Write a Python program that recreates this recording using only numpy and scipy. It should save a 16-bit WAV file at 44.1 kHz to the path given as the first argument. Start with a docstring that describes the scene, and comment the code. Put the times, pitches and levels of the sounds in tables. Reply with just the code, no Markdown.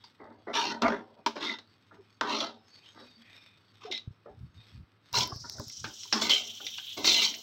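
"""A small kitchen, a metal pan on the stove, a small microphone; a little room sound follows each touch of metal.
First a steel ladle turns chopped food: it knocks on the wall and scrapes in quick slips that now and then squeal,
with soft dull thuds, low rings of the bowl and narrow wavering tones in a faint rustle of food and ladle. Wet food
then swishes on the hot wall, and a hand shifts its grip with low rubbing and bumps. From 5.1 s bared hot metal
sizzles and spits as the ladle works on: filtered noise for the food, ringing modes for the pan, sines for squeals."""
import sys
import numpy as np
from scipy import signal
from scipy.fft import rfft, irfft
from scipy.io import wavfile
from scipy.ndimage import uniform_filter1d

SR = 44100
rng = np.random.default_rng(int(sys.argv[2]) if len(sys.argv) > 2 else 0)


def persist_wave(psi):
    """Save psi, clipped to +-1, as 16-bit WAV."""
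    counts = np.round(np.clip(psi, -1, 1) * 32767).astype(np.int16)
    wavfile.write(sys.argv[1], SR, np.atleast_2d(counts).T)


N = 327221
TIME = np.arange(N) / SR
RING_SIZE = SR // 3
RING_TIME = np.arange(RING_SIZE) / SR
STROKE_TIME = np.arange(SR * 3 // 4) / SR

# still kitchen air, relative spectrum: pitch_hz, level_db
AIR_COLOUR = [(20, -11), (50, -14.5), (76, -7), (100, 8), (130, -1), (270, -0.5), (400, -6), (700, -14),
              (1300, -7), (2000, -16.5), (4000, -20), (6000, -43), (9000, -46.5), (16000, -40.5)]
AIR_DB, HUM_HZ, HUM_DB, HUM_WAVER_DB = -68, 105, -74.5, 4

# hand rubbing as it shifts its grip: middle_s, length_s, level_db
RUBS = [(4.33, 0.16, -54.5), (4.435, 0.17, -43.5), (4.575, 0.11, -51), (4.78, 0.18, -45.5),
        (5.2, 0.25, -43.5), (5.436, 0.16, -51), (5.587, 0.24, -54.5), (5.845, 0.21, -50)]
# colour of that rubbing, relative spectrum: pitch_hz, level_db
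GRIP_COLOUR = [(20, -14), (45, -19), (70, -2), (115, 0.5), (170, -9), (280, -23), (600, -66)]
# soft bumps of the hand: start_s, level_db (before the common boost and the softened onset)
BUMPS = [(4.075, -32.5), (4.106, -42.5), (5.326, -35.5), (5.359, -37.5), (5.595, -35.5), (5.668, -46)]

# colour of the faint rustle of food and ladle, relative spectrum: pitch_hz, level_db
RUSTLE_COLOUR = [(900, -3), (2150, 1.5), (2450, -5.5), (2850, -1), (3700, 0), (4150, -2.5), (4600, -4.5),
                 (5400, -3.5), (7200, -26.5), (7900, -9), (9500, -32), (11200, -28), (12300, -18.5),
                 (15500, -39.5)]
# swells of the rustle: middle_s, length_s, level_db, favoured_hz
RUSTLE_SWELLS = [(0.08, 0.3, -69.5, 3720), (1.9, 1, -81, 2460), (2.752, 0.33, -66.5, 4600),
                 (2.891, 0.11, -63, 3420), (3.029, 0.33, -64, 4570), (3.359, 0.56, -62, 2330),
                 (3.761, 0.48, -70.5, 3450), (4.669, 0.35, -65, 4430), (5.109, 0.18, -65.5, 4300)]
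# narrow, wavering tones in the rustle: pitch_hz, width_hz, mean_boost_db
RUSTLE_TONES = [(2487, 47, 9.5), (3340, 90, 3.5), (3700, 49, 5.5), (4520, 100, 7), (5320, 85, 4.5),
                (6470, 80, 12)]
RUSTLE_DB = -77.21   # the steady rustle, before the narrow tones

# wet food sliding down the hot wall: middle_s, length_s, level_db, pitch_hz
SWISHES = [(2.675, 0.37, -73.5, 5220), (2.78, 0.23, -60.5, 4500), (2.819, 0.27, -67.5, 2480),
           (2.877, .12, -59, 3130), (2.899, 0.43, -67, 3710), (3.03, 0.39, -73, 5350),
           (3.103, .42, -65, 4600), (3.022, 0.27, -65, 3850), (3.304, 0.23, -65.5, 1910),
           (3.386, .46, -62.5, 2440), (3.459, .42, -67, 3610)]
SWISH_WIDTH_HZ, SWISH_FLICKER_DB = 130, 4

# colours of the open sizzle, relative spectra: pitch_hz, level_db
SPLUTTER_COLOUR = [(900, -50), (1900, -25), (2500, -11), (3100, 7), (3800, 2), (4600, -12), (6500, -33.5)]   # wet spluttering
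HISS_COLOUR = [(2400, -49), (3400, -8), (4100, 10), (4800, -1), (5700, 8), (6500, 2), (7800, -6.5),
               (9300, -24.5), (11000, -27), (16000, -29)]
MIST_COLOUR = [(7000, -9.5), (9500, -16.5), (11300, -24), (12500, -1), (14500, 0), (16000, 2.5)]   # fine mist
FLASH_COLOUR = [(3000, -33), (4200, -2), (4800, 4), (5400, 5), (6800, -30)]   # first flash of steam off the bared metal
# swell of the flash, heard only once the metal is bared: middle_s, length_s, level_db
FLASH = (5.12, 3.1, -49)
# growth of each layer: build_up_s, overshoot_db, settled_db, flare_db (relative to the ladle's rasp);
# the overshoot ends when the build-up does; a negative build-up ramps over its size without overshoot
SPLUTTER_RISE = (1.3, 11, -52, -41)
HISS_RISE = (1.27, 8, -52, -6)
MIST_RISE = (-1.5, 2, -56, -18.5)
HISS_START_S, MIST_START_S, SPLUTTER_START_S = 5.125, 5.47, 5.63
SIZZLE_SETTLE_S = 0.023   # time constant of the overshoot dying away
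# zones of the open sizzle that swell and fade on their own: pitch_hz, width_hz, mean_boost_db
SIZZLE_ZONES = [(2900, 170, -3.5), (4100, 1100, -6.5), (4400, 430, 0), (5650, 550, 0), (5800, 950, -0.5),
                (7360, 330, -2.5)]

# single spits of oil: start_s, peak_db
SPITS = [(5.1295, -25.5), (5.275, -27), (5.361, -32), (5.4975, -25), (5.5225, -37), (5.583, -37),
         (5.597, -32.5), (5.682, -31), (5.698, -37)]
# colour of a spit, relative spectrum: pitch_hz, level_db
SPIT_COLOUR = [(1000, -3), (3000, -9), (5500, 15), (7500, -9), (9500, -17), (13000, -2), (16000, -4)]

# single modes of pan and ladle: pitch_hz, relative_level_db, t60_s
MODES_OF_PAN = [(227, -1, 0.35), (242, -2, 0.17), (302, 0, 0.15), (403, 0.5, 0.12), (418.3, -1.5, 0.13),
                (592, -12.5, 0.11), (662, -3, 0.2), (766, 3, 0.19), (876, 0.5, 0.16), (950, 0.5, 0.068),
                (1050, -4, 0.013), (1212, -3.5, 0.1), (1358, -1, 0.053), (1515, -2, 0.11), (1646, -7, 0.15),
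                (2046, -3.5, 0.12), (2140, -22, 0.056), (2756, -3.5, 0.066), (3095, -7, 0.23),
                (3392, -4, 0.047), (3670, -2.5, .13), (4083, -2, 0.057), (4240, -13, 0.18),
                (4460, -6, 0.068), (5330, -7, 0.13), (5870, -20, 0.061), (6600, -18, 0.083)]
# the pan's many close, short-lived modes together, relative spectrum: pitch_hz, level_db
DENSE_MODES = [(30, -55), (60, -31.5), (110, -21), (175, -10.5), (235, -3), (310, -0.5), (410, -5.5),
               (650, -2), (950, -2), (1750, -4), (2100, 3.5), (2500, 0.5), (3700, 1), (5700, -1.5),
               (7000, -15.5), (9000, -30.5), (13500, -33), (16000, -29)]
BOWL_HZ, WALL_HZ, EDGE_HZ = (35, 750), (750, 1900), (1900, 16000)
PART_CENTRES_HZ = (280, 1105, 3260)   # bowl, wall, edge

# soft, dull thuds and low after-rings in the pan: start_s, hold_s, bowl_level_db, wall_level_db
THUDS = [(0.183, 0.12, -48, -53), (0.356, 0.045, -59, -76), (1.06, 0.1, -61, -73), (1.161, .02, -53.5, -66),
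         (1.908, 0.027, -53.5, -59), (1.97, 0.024, -67, -79), (2.941, 0.066, -53, -54.5),
         (3.022, 0.011, -61.5, -77), (4.249, 0.015, -47, -60), (5.28, 0.013, -46.5, -56),
         (5.446, 0.079, -61, -62), (5.537, 0.03, -50, -60), (5.849, 0.025, -47.5, -53),
         (6.59, 0.066, -54.5, -68)]
THUD_RISE_S, THUD_SAG_DB, THUD_T60_S = 0.02, 5, 0.23
# pushes of the ladle over the metal: start_s, rise_s, hold_s, sag_db, release_t60_s,
# bowl_boom_db, wall_clang_db, edge_rasp_db, rasp_hz
SCRAPES = [(0.466, .008, 0.044, -1.5, 0.092, -39.5, -44.5, -63, 2110),
           (0.529, 0.027, 0.16, 11, 0.17, -36.5, -29.5, -28.5, 2980),
           (0.706, 0.0075, 0.013, 5, .23, -35, -32.5, -43, 4270),
           (0.813, 0.014, 0.087, 4.5, 0.25, -28, -26.5, -38, 2290),
           (1.35, 0.0059, 0.043, 2, 0.3, -42.5, -43.5, -48.5, 3840),
           (1.392, 0.043, 0.099, 7.5, 0.14, -41, -35.5, -34, 3750),
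           (2.209, 0.0043, 0.1, -1, 0.26, -40.5, -36, -47.5, 2220),
           (2.268, 0.039, 0.084, 1.5, 0.35, -39, -40.5, -33.5, 4680),
           (2.397, 0.012, 0.041, 2, 0.2, -38.5, -36.5, -37.5, 3900),
           (3.799, 0.047, 0.027, 4, 0.14, -58.5, -50, -49, 2370),
           (3.908, 0.0055, 0.052, 7, 0.057, -57.5, -65, -35.5, 3650),
           (5.13, 0.019, 0.078, 1.5, 0.18, -38.5, -39.5, -29.5, 4700),
           (5.192, 0.011, 0.024, 4, 0.049, -46, -47, -30.5, 5530),
           (6.121, 0.036, 0.029, 3, 0.24, -36, -34, -36, 5140),
           (6.206, 0.0089, 0.062, 3.5, 0.14, -37.5, -38.5, -30, 3350),
           (6.292, 0.0064, 0.095, 10.5, 0.3, -41, -44.5, -25.5, 3300),
           (6.965, 0.01, 0.028, 5, 0.92, -39, -45.5, -37.5, 3500),
           (7.036, 0.024, 0.12, 3, 0.36, -38.5, -42, -23, 4400),
           (7.202, 0.022, 0.034, 4, 0.28, -50.5, -41.5, -24.5, 3180)]
# how steeply bowl, wall and edge follow the pressure (exponents): an easing stroke dulls
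PRESSURE_POWERS = (0.72, 1, 1.07)
CLANG_HZ = 938   # the wall's favourite pitch under a push
# how much the edge favours a push's own pitch, and over what share of that pitch
RASP_FOCUS_DB, RASP_SPREAD = 0.5, 0.57

# squeals of slipping metal, and a few soft low rings of the bowl:
# start_s, rise_s, hold_s, sag_db, first_hz, last_hz, level_db (before flutter)
SQUEALS_AND_BOWL_RINGS = [(0.557, 0.022, 0.19, 14.5, 957, 930, -30),
                          (0.824, 0.011, 0.016, 1.5, 229, 238, -24.5),
                          (0.834, 0.011, .014, 1, 1195, 1210, -27.5),
                          (.843, 0.015, 0.0094, 4, 647, 665, -26),
                          (0.848, 0.0087, 0.015, 7, 2103, 2185, -28.5), (.9, .015, 0.017, 8, 223, 242, -31),
                          (1.442, 0.051, 0.069, 10, 2135, 1990, -37), (1.965, .03, .03, 8, 428, 372, -57),
                          (2.275, 0.032, 0.008, 11, 970, 985, -28.5),
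                          (2.99, 0.069, 0.04, 4, 242.6, 252, -51), (3.159, 0.055, .03, 6, 220, 241, -55.5),
                          (3.848, 0.0069, 0.03, 9, 434, 423, -41.5), (3.86, .012, .008, 2, 760, 727, -44),
                          (3.914, .007, 0.042, 3, 2130, 2014, -43.5),
                          (3.911, 0.014, 0.066, 9.5, 3595, 3864, -36.5),
                          (5.132, 0.0088, 0.053, 2, 954, 947, -32),
                          (5.203, 0.025, 0.012, 1, 1006, 1010, -33),
                          (5.14, 0.017, 0.021, 3.5, 4080, 4200, -25.5),
                          (5.139, 0.038, 0.041, 17, 1433, 1430, -37),
                          (6.135, 0.024, 0.015, 5, 231, 221, -25),
                          (6.298, 0.012, 0.059, 4, 3140, 3110, -21),
                          (7.058, 0.018, 0.13, -1, 4380, 2782, -30.5),
                          (7.082, 0.035, .14, -2, 4070, 4060, -33)]
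SQUEAL_T60_S = 0.13

# taps cushioned by food: start_s, contact_s, favoured_hz, wall_level_db, bowl_relative_to_wall_db
TAPS = [(0.036, 0.0085, 935, -27, -20), (0.468, 0.0029, 390, -19, 8), (1.362, 0.0082, 650, -20, -2),
        (1.907, 0.0063, 1400, -27.5, -12), (2.0, 0.011, 384, -47.5, 14), (3.899, 0.0052, 374, -33.5, 20.5),
        (3.92, 0.0066, 414, -34, 12.5), (4.257, 0.0046, 417, -30, -1), (5.138, 0.0069, 1010, -7.5, -24),
        (5.17, .014, 710, -8, -4), (5.314, 0.011, 1080, -14.5, 0), (5.435, 0.023, 1405, -17, -5),
        (5.58, .005, 1450, -24, -16), (5.596, 0.0032, 605, -16.5, 4.5), (5.852, 0.011, 950, -29, -2),
        (6.046, 0.013, 990, -27, -7), (6.598, .008, 1450, -23, -7), (6.783, 0.0054, 1590, -20.5, -23),
        (6.973, .01, 473, -30, 8)]
CUSHION_HZ = 1830   # food between ladle and metal swallows what lies above this

# bare ladle blows: start_s, favoured_hz, nearest_part_level_db,
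# loss_db_per_octave (away from that part), crack_t60_s
BLOWS = [(0.039, 4740, -23, 12, 0.12), (0.540, 2820, -8.5, 5, 0.019), (0.8203, 1120, -2.5, 1.5, 0.025),
         (0.881, 1240, -3.5, 9, .03), (1.2619, 960, 5, 4, 0.065), (1.364, 2330, -17, -2, 0.045),
         (1.586, 3900, -20.5, 3.5, .04), (2.2107, 960, 2.5, 5, 0.019), (2.272, 3800, -16.5, 4, .03),
         (2.404, 3380, -2.5, 26, .05), (2.859, 2960, -29, 11, .05), (3.913, 3680, -10, 18, 0.069),
         (3.925, 3730, -9, 11.5, 0.022), (3.977, 3770, -12, 14, 0.021), (5.157, 4540, -8, 29, 0.05),
         (5.698, 5600, -18.5, 13, 0.02), (5.842, 1550, -7.5, 4, 0.12), (6.033, 5430, -16.5, 14, 0.04),
         (6.1256, 5330, 6.5, 4, 0.074), (6.218, 3360, -5, 1.5, 0.046), (6.295, 4340, 3.5, 8.5, 0.071),
         (6.316, 2950, 5, 24, 0.011), (6.666, 3700, -5.5, 35.5, 0.03), (6.782, 2900, -11.5, 10, 0.026),
         (7.044, 4000, -2, 4, 0.057), (7.062, 4300, -6, 8, 0.026), (7.074, 6200, 0, 6, 0.031),
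         (7.219, 3100, -1, 19, 0.052), (7.251, 4430, 0, 15, 0.026), (7.34, 3004, -11, 37, 0.069)]

CUTOFF_HZ = 15800


def from_db(db):
    """Amplitude factor of a level in dB."""
    return 10 ** (np.asarray(db) / 20)


def rms_one(x):
    """Scales x to an RMS of one."""
    return x / np.sqrt(np.mean(x ** 2) + 1e-20)


def energy_one(x):
    """Scales x to a total energy of one."""
    return x / np.sqrt(np.sum(x ** 2) + 1e-20)


def decay(t, t60):
    """Exponential decay that falls 60 dB in t60 seconds."""
    return np.exp(-np.log(1000) * t / t60)


def add(out, s, x):
    """Mixes x into out from second s on."""
    start = max(0, round(s * SR))
    out[start:start + len(x)] += x[:max(0, N - start)]


def band(x, edges):
    """Keeps the band between two edges in Hz."""
    return signal.sosfilt(signal.butter(6, edges, "band", fs=SR, output="sos"), x)


def resonance(x, hz, width_hz):
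    """Passes x through one resonance."""
    return signal.lfilter(*signal.iirpeak(hz, hz / width_hz, fs=SR), x)


def colour(x, spectrum):
    """Causal (minimum-phase) filter with the given (Hz, dB) spectrum."""
    size = 4096
    hz, db = np.transpose(spectrum)
    bins_hz = np.arange(size + 1) * SR / (2 * size)
    log_gain = np.log(from_db(np.interp(np.log(bins_hz + 1), np.log(hz), db)))
    # folding the cepstrum onto positive times makes the phase minimal
    cepstrum = irfft(log_gain)[:size] * np.r_[1, np.full(size - 1, 2)]
    impulse = irfft(np.exp(rfft(cepstrum, 2 * size)))[:size]
    return signal.fftconvolve(x, impulse)[:len(x)]


def wander(t, rate):
    """Random line that heads for a new normal value `rate` times a second."""
    steps = (t - t[0]) * rate
    return np.interp(steps, np.arange(4096), rng.standard_normal(4096))


def grains(size, per_s, spread_db):
    """Random clicks of uneven size and sign."""
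    clicks = rng.random(size) < per_s / SR
    signs = rng.choice([-1, 1], size)
    return clicks * signs * from_db(spread_db * np.clip(rng.standard_normal(size), -2, 2))


def hump(middle, length, db):
    """Gain over time of one smooth swell."""
    return from_db(db) * np.cos(np.pi / 2 * np.clip(2 * (TIME - middle) / length, -1, 1)) ** 2


def stroke(rise_s, hold_s, sag_db, release_t60):
    """Gain of one push or tone: it rises, sags while it is held, and is released."""
    held = STROKE_TIME - rise_s
    rise = np.clip(STROKE_TIME / rise_s, 0, 1)
    sag = from_db(-sag_db * np.clip(held / hold_s, 0, 1))
    return rise * sag * decay(np.maximum(held - hold_s, 0), release_t60)


def shifting(x, zones, swell_db, swell_rate):
    """Each zone of the spectrum swells and fades on its own."""
    for hz, width_hz, db in zones:
        boost = from_db(db + swell_db * wander(TIME, swell_rate))
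        x = x + (boost - 1) * resonance(x, hz, width_hz)
    return x


def kitchen_air():
    """Faint room noise and a low hum that wavers in level and phase."""
    hum_gain = from_db(HUM_DB + HUM_WAVER_DB * wander(TIME, 7.7))
    hum = hum_gain * np.sqrt(2) * np.sin(2 * np.pi * HUM_HZ * TIME + wander(TIME, 7.3))
    return from_db(AIR_DB) * rms_one(colour(rng.standard_normal(N), AIR_COLOUR)) + hum


def handling(boost_db, bump_hz, bump_t60):
    """Low rubbing noise of the shifting hand, and dull bumps: one low, quickly damped tone each."""
    rubbing = rms_one(colour(rng.standard_normal(N), GRIP_COLOUR))
    out = rubbing * sum(hump(*rub) for rub in RUBS)
    t = np.arange(SR // 5) / SR
    soft_onset = 1 - decay(t, 0.0091)
    bump = np.sin(2 * np.pi * bump_hz * t) * decay(t, bump_t60) * soft_onset
    for s, db in BUMPS:
        add(out, s, from_db(db + boost_db) * bump)
    return out


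def crackling_noise(gain, spectrum, clicks_per_s, spread_db, flicker_db):
    """Random clicks over noise, given one colour and a quickly flickering level."""
    clicks = rms_one(grains(N, clicks_per_s, spread_db)) + 1.35 * rng.standard_normal(N)
    return rms_one(colour(clicks, spectrum)) * gain * from_db(flicker_db * wander(TIME, 86))


def rustle(clicks_per_s, focus_db, swell_db, swell_rate):
    """Faint rustle of food and ladle; each swell favours a pitch, and narrow tones in it waver in level."""
    steady = crackling_noise(1, RUSTLE_COLOUR, clicks_per_s, spread_db=10.5, flicker_db=3.0)
    out = from_db(RUSTLE_DB) * steady
    for middle, length, db, favoured_hz in RUSTLE_SWELLS:
        focus = resonance(steady, favoured_hz, favoured_hz / 4)
        out = out + hump(middle, length, db) * rms_one(steady + from_db(focus_db) * focus)
    return shifting(out, RUSTLE_TONES, swell_db, swell_rate)


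def swishes():
    """Wet food slides over hot metal and hisses briefly in one narrow resonance."""
    out, t = np.zeros(N), STROKE_TIME
    for middle, length, db, hz in SWISHES:
        narrow = resonance(rng.standard_normal(len(t)), hz, SWISH_WIDTH_HZ)
        hiss = rms_one(resonance(narrow, hz, 4 * SWISH_WIDTH_HZ))
        gain = from_db(db + SWISH_FLICKER_DB * wander(t, 35.2))
        swell = np.sin(np.pi * np.clip(t / length, 0, 1)) ** 2
        add(out, middle - length / 2, gain * hiss * swell)
    return out


def vigour(start, rise, rasp):
    """Gain of a sizzle: it builds up, settles, and flares as the ladle drags food over the bared hot metal."""
    build_s, overshoot_db, settled_db, flare_db = rise
    fresh = np.exp(-np.maximum(TIME - start - build_s, 0) / SIZZLE_SETTLE_S)
    build_up = np.clip((TIME - start) / abs(build_s), 0, 1)
    steady = build_up * from_db(settled_db + overshoot_db * fresh)
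    flare = from_db(flare_db) * rasp * (TIME >= HISS_START_S)
    return np.hypot(steady, flare)


def open_sizzle(rasp):
    """Flash of steam, hiss, mist and wet spluttering on bare hot metal: countless tiny steam bubbles burst."""
    splutter_gain = vigour(SPLUTTER_START_S, SPLUTTER_RISE, rasp)
    splutter = crackling_noise(splutter_gain, SPLUTTER_COLOUR, clicks_per_s=2900, spread_db=-7, flicker_db=3.0)
    flash_gain = hump(*FLASH) * (TIME >= HISS_START_S)
    flash = crackling_noise(flash_gain, FLASH_COLOUR, clicks_per_s=1800, spread_db=-1, flicker_db=2.5)
    hiss_gain = vigour(HISS_START_S, HISS_RISE, rasp)
    hiss = crackling_noise(hiss_gain, HISS_COLOUR, clicks_per_s=1200, spread_db=2, flicker_db=3.5)
    mist_gain = vigour(MIST_START_S, MIST_RISE, rasp)
    mist = crackling_noise(mist_gain, MIST_COLOUR, clicks_per_s=3000, spread_db=2, flicker_db=3.0)
    return shifting(splutter + flash + hiss + mist, SIZZLE_ZONES, swell_db=3.5, swell_rate=8.5)


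def spits():
    """A drop bursts in the oil with a dry tick of fast-dying noise."""
    out = np.zeros(N)
    t = np.arange(SR // 50) / SR
    for s, db in SPITS:
        tick = colour(rng.standard_normal(len(t)) * decay(t, 0.004), SPIT_COLOUR)
        add(out, s, from_db(db) * tick / np.max(np.abs(tick)))
    return out


def mode_rings():
    """Free ring of every mode of the pan, one per row."""
    hz, db, t60 = np.transpose(MODES_OF_PAN)[:, :, None]
    return from_db(db) / np.sqrt(t60) * np.sin(2 * np.pi * hz * RING_TIME) * decay(RING_TIME, t60)


def pan_response(rings, spot_hz, spot_db, crack_t60, modes_db, room_db, room_t60):
    """Answer of bowl, wall and edge to one touch; each spot weighs the modes anew and favours its own pitches."""
    weights = from_db(2.34 * rng.standard_normal(len(rings))) * rng.choice([-1, 1], len(rings))
    modes = weights @ rings
    crack = energy_one(rng.standard_normal(RING_SIZE) * decay(RING_TIME, crack_t60))
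    room_swell = 1 - decay(RING_TIME, 0.01)   # the kitchen answers a moment later
    kitchen = energy_one(rng.standard_normal(RING_SIZE) * decay(RING_TIME, room_t60) * room_swell)
    dense = colour(crack + from_db(room_db) * kitchen, DENSE_MODES)
    for hz in spot_hz:
        dense = dense + from_db(spot_db) * resonance(dense, hz, 4 * np.sqrt(hz))
    answers = []
    for edges, db in zip((BOWL_HZ, WALL_HZ, EDGE_HZ), modes_db):
        short, long = band([dense, modes], edges)
        answers.append(energy_one(energy_one(short) + from_db(db) * energy_one(long)))
    return answers


def pan_forces():
    """How hard the pushing ladle drives bowl, wall and edge; thuds and after-rings drive only bowl and wall."""
    power = np.zeros((3, N))
    for s, rise_s, hold_s, sag_db, release_t60, *levels in SCRAPES:
        pressure = stroke(rise_s, hold_s, sag_db, release_t60)
        # the zip stops before the last column, the rasp pitch
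        for part, db, steepness in zip(power, levels, PRESSURE_POWERS):
            add(part, s, (from_db(db) * pressure ** steepness) ** 2)
    for s, hold_s, *levels in THUDS:
        thud = stroke(THUD_RISE_S, hold_s, THUD_SAG_DB, THUD_T60_S)
        for part, db in zip(power, levels):
            add(part, s, (from_db(db) * thud) ** 2)
    return np.sqrt(power)


def scrapes_and_thuds(forces, slips_per_s, slip_spread_db, judder_db, judder_rate):
    """The ladle sticks and slips, each slip a tiny blow; thuds sound through the same travelling pan response."""
    out, rings = np.zeros(N), mode_rings()
    spot_s = 0.08   # time from one spot of the pan to the next
    starts, rises, holds, *_, rasps_hz = np.transpose(SCRAPES)
    slips = grains(N, slips_per_s, slip_spread_db) + 0.064 * rng.standard_normal(N)
    slips = slips * from_db(judder_db * wander(TIME, judder_rate))
    # the arm keeps a steady pressure
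    slips = slips / np.sqrt(uniform_filter1d(slips ** 2, SR // 60) + 1e-9)
    for middle in np.arange(spot_s, TIME[-1], spot_s):
        near = np.flatnonzero(np.abs(TIME - middle) < spot_s)
        share = np.cos(np.pi / 2 * (TIME[near] - middle) / spot_s)   # one spot fades into the next
        rasp_hz = np.interp(middle, starts + rises + holds / 2, rasps_hz)
        bowl, wall, edge = pan_response(rings, [CLANG_HZ, rasp_hz], spot_db=2.0, crack_t60=0.026,
                                        modes_db=(-1, -3, -3.5), room_db=-15.5, room_t60=0.17)
        focus = resonance(edge, rasp_hz, RASP_SPREAD * rasp_hz)
        edge = energy_one(edge + from_db(RASP_FOCUS_DB) * focus)
        for force, ring in zip(forces, (bowl, wall, edge)):
            push = slips[near] * force[near] * share
            add(out, TIME[near[0]], signal.fftconvolve(push, ring))
    return out


def squeals_and_bowl_rings(waver, flutter_db):
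    """Slipping metal squeals, and the bowl rings softly: rough gliding sines, the low ones wavering more slowly."""
    out, t = np.zeros(N), STROKE_TIME
    for s, rise_s, hold_s, sag_db, first_hz, last_hz, db in SQUEALS_AND_BOWL_RINGS:
        glide = np.interp(t, [0, rise_s + hold_s], [first_hz, last_hz])
        pitch = glide * (1 + waver * wander(t, first_hz / 3))
        flutter = from_db(db + flutter_db * wander(t, first_hz / 10))
        swell = stroke(rise_s, hold_s, sag_db, SQUEAL_T60_S) * flutter
        add(out, s, swell * np.sin(2 * np.pi * np.cumsum(pitch) / SR))
    return out


def taps():
    """The ladle lands on a layer of food: the contact is drawn out, and only bowl and wall answer, dully."""
    out, rings = np.zeros(N), mode_rings()
    cushion = signal.butter(6, CUSHION_HZ, fs=SR, output="sos")
    for s, contact_s, spot_hz, db, bowl_db in TAPS:
        bowl, wall, _ = pan_response(rings, [spot_hz], spot_db=23.0, crack_t60=0.032,
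                                     modes_db=(-3, -5, -10), room_db=-11, room_t60=0.26)
        press = np.sin(np.pi * np.clip(RING_TIME / contact_s, 0, 1))
        contact = rng.standard_normal(RING_SIZE) * press
        bowl, wall = [energy_one(signal.sosfilt(cushion, signal.fftconvolve(contact, part)))
                      for part in (bowl, wall)]
        add(out, s, from_db(db) * (wall + from_db(bowl_db) * bowl))
    return out


def blows():
    """The ladle lands on bare metal: a crack, then a damped ring; levels fall away from the spot's nearest part."""
    out, rings = np.zeros(N), mode_rings()
    for s, spot_hz, db, loss_db, crack_t60 in BLOWS:
        octaves = np.abs(np.log2(np.array(PART_CENTRES_HZ) / spot_hz))
        response = pan_response(rings, [spot_hz], spot_db=15.0, crack_t60=crack_t60,
                                modes_db=(1, -7, -10), room_db=-7.5, room_t60=0.22)
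        # a negative loss lifts the farther parts instead
        part_gains = from_db(db - loss_db * (octaves - octaves.min()))
        add(out, s, part_gains @ np.array(response))
    return out


def scene():
    """Quiet kitchen, hand, food and ladle, mixed to one channel."""
    forces = pan_forces()
    hand = handling(boost_db=7.5, bump_hz=111.0, bump_t60=0.05)
    rustling = rustle(clicks_per_s=500, focus_db=-3.5, swell_db=6.5, swell_rate=13)
    frying = swishes() + open_sizzle(rasp=forces[-1]) + spits()
    scraping = scrapes_and_thuds(forces, slips_per_s=1900, slip_spread_db=2.5, judder_db=5.5, judder_rate=150)
    ladle = scraping + squeals_and_bowl_rings(waver=0.031, flutter_db=5.5) + taps() + blows()
    return (kitchen_air() + hand + rustling + frying + ladle)[None]


def record(dry):
    """The small microphone loses the deep bass; the top is cut steeply."""
    thin = signal.sosfilt(signal.butter(2, 42, "high", fs=SR, output="sos"), dry)
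    return signal.sosfilt(signal.ellip(10, .2, 80, CUTOFF_HZ, fs=SR, output="sos"), thin)


dry = scene()
out = record(dry)
persist_wave(out)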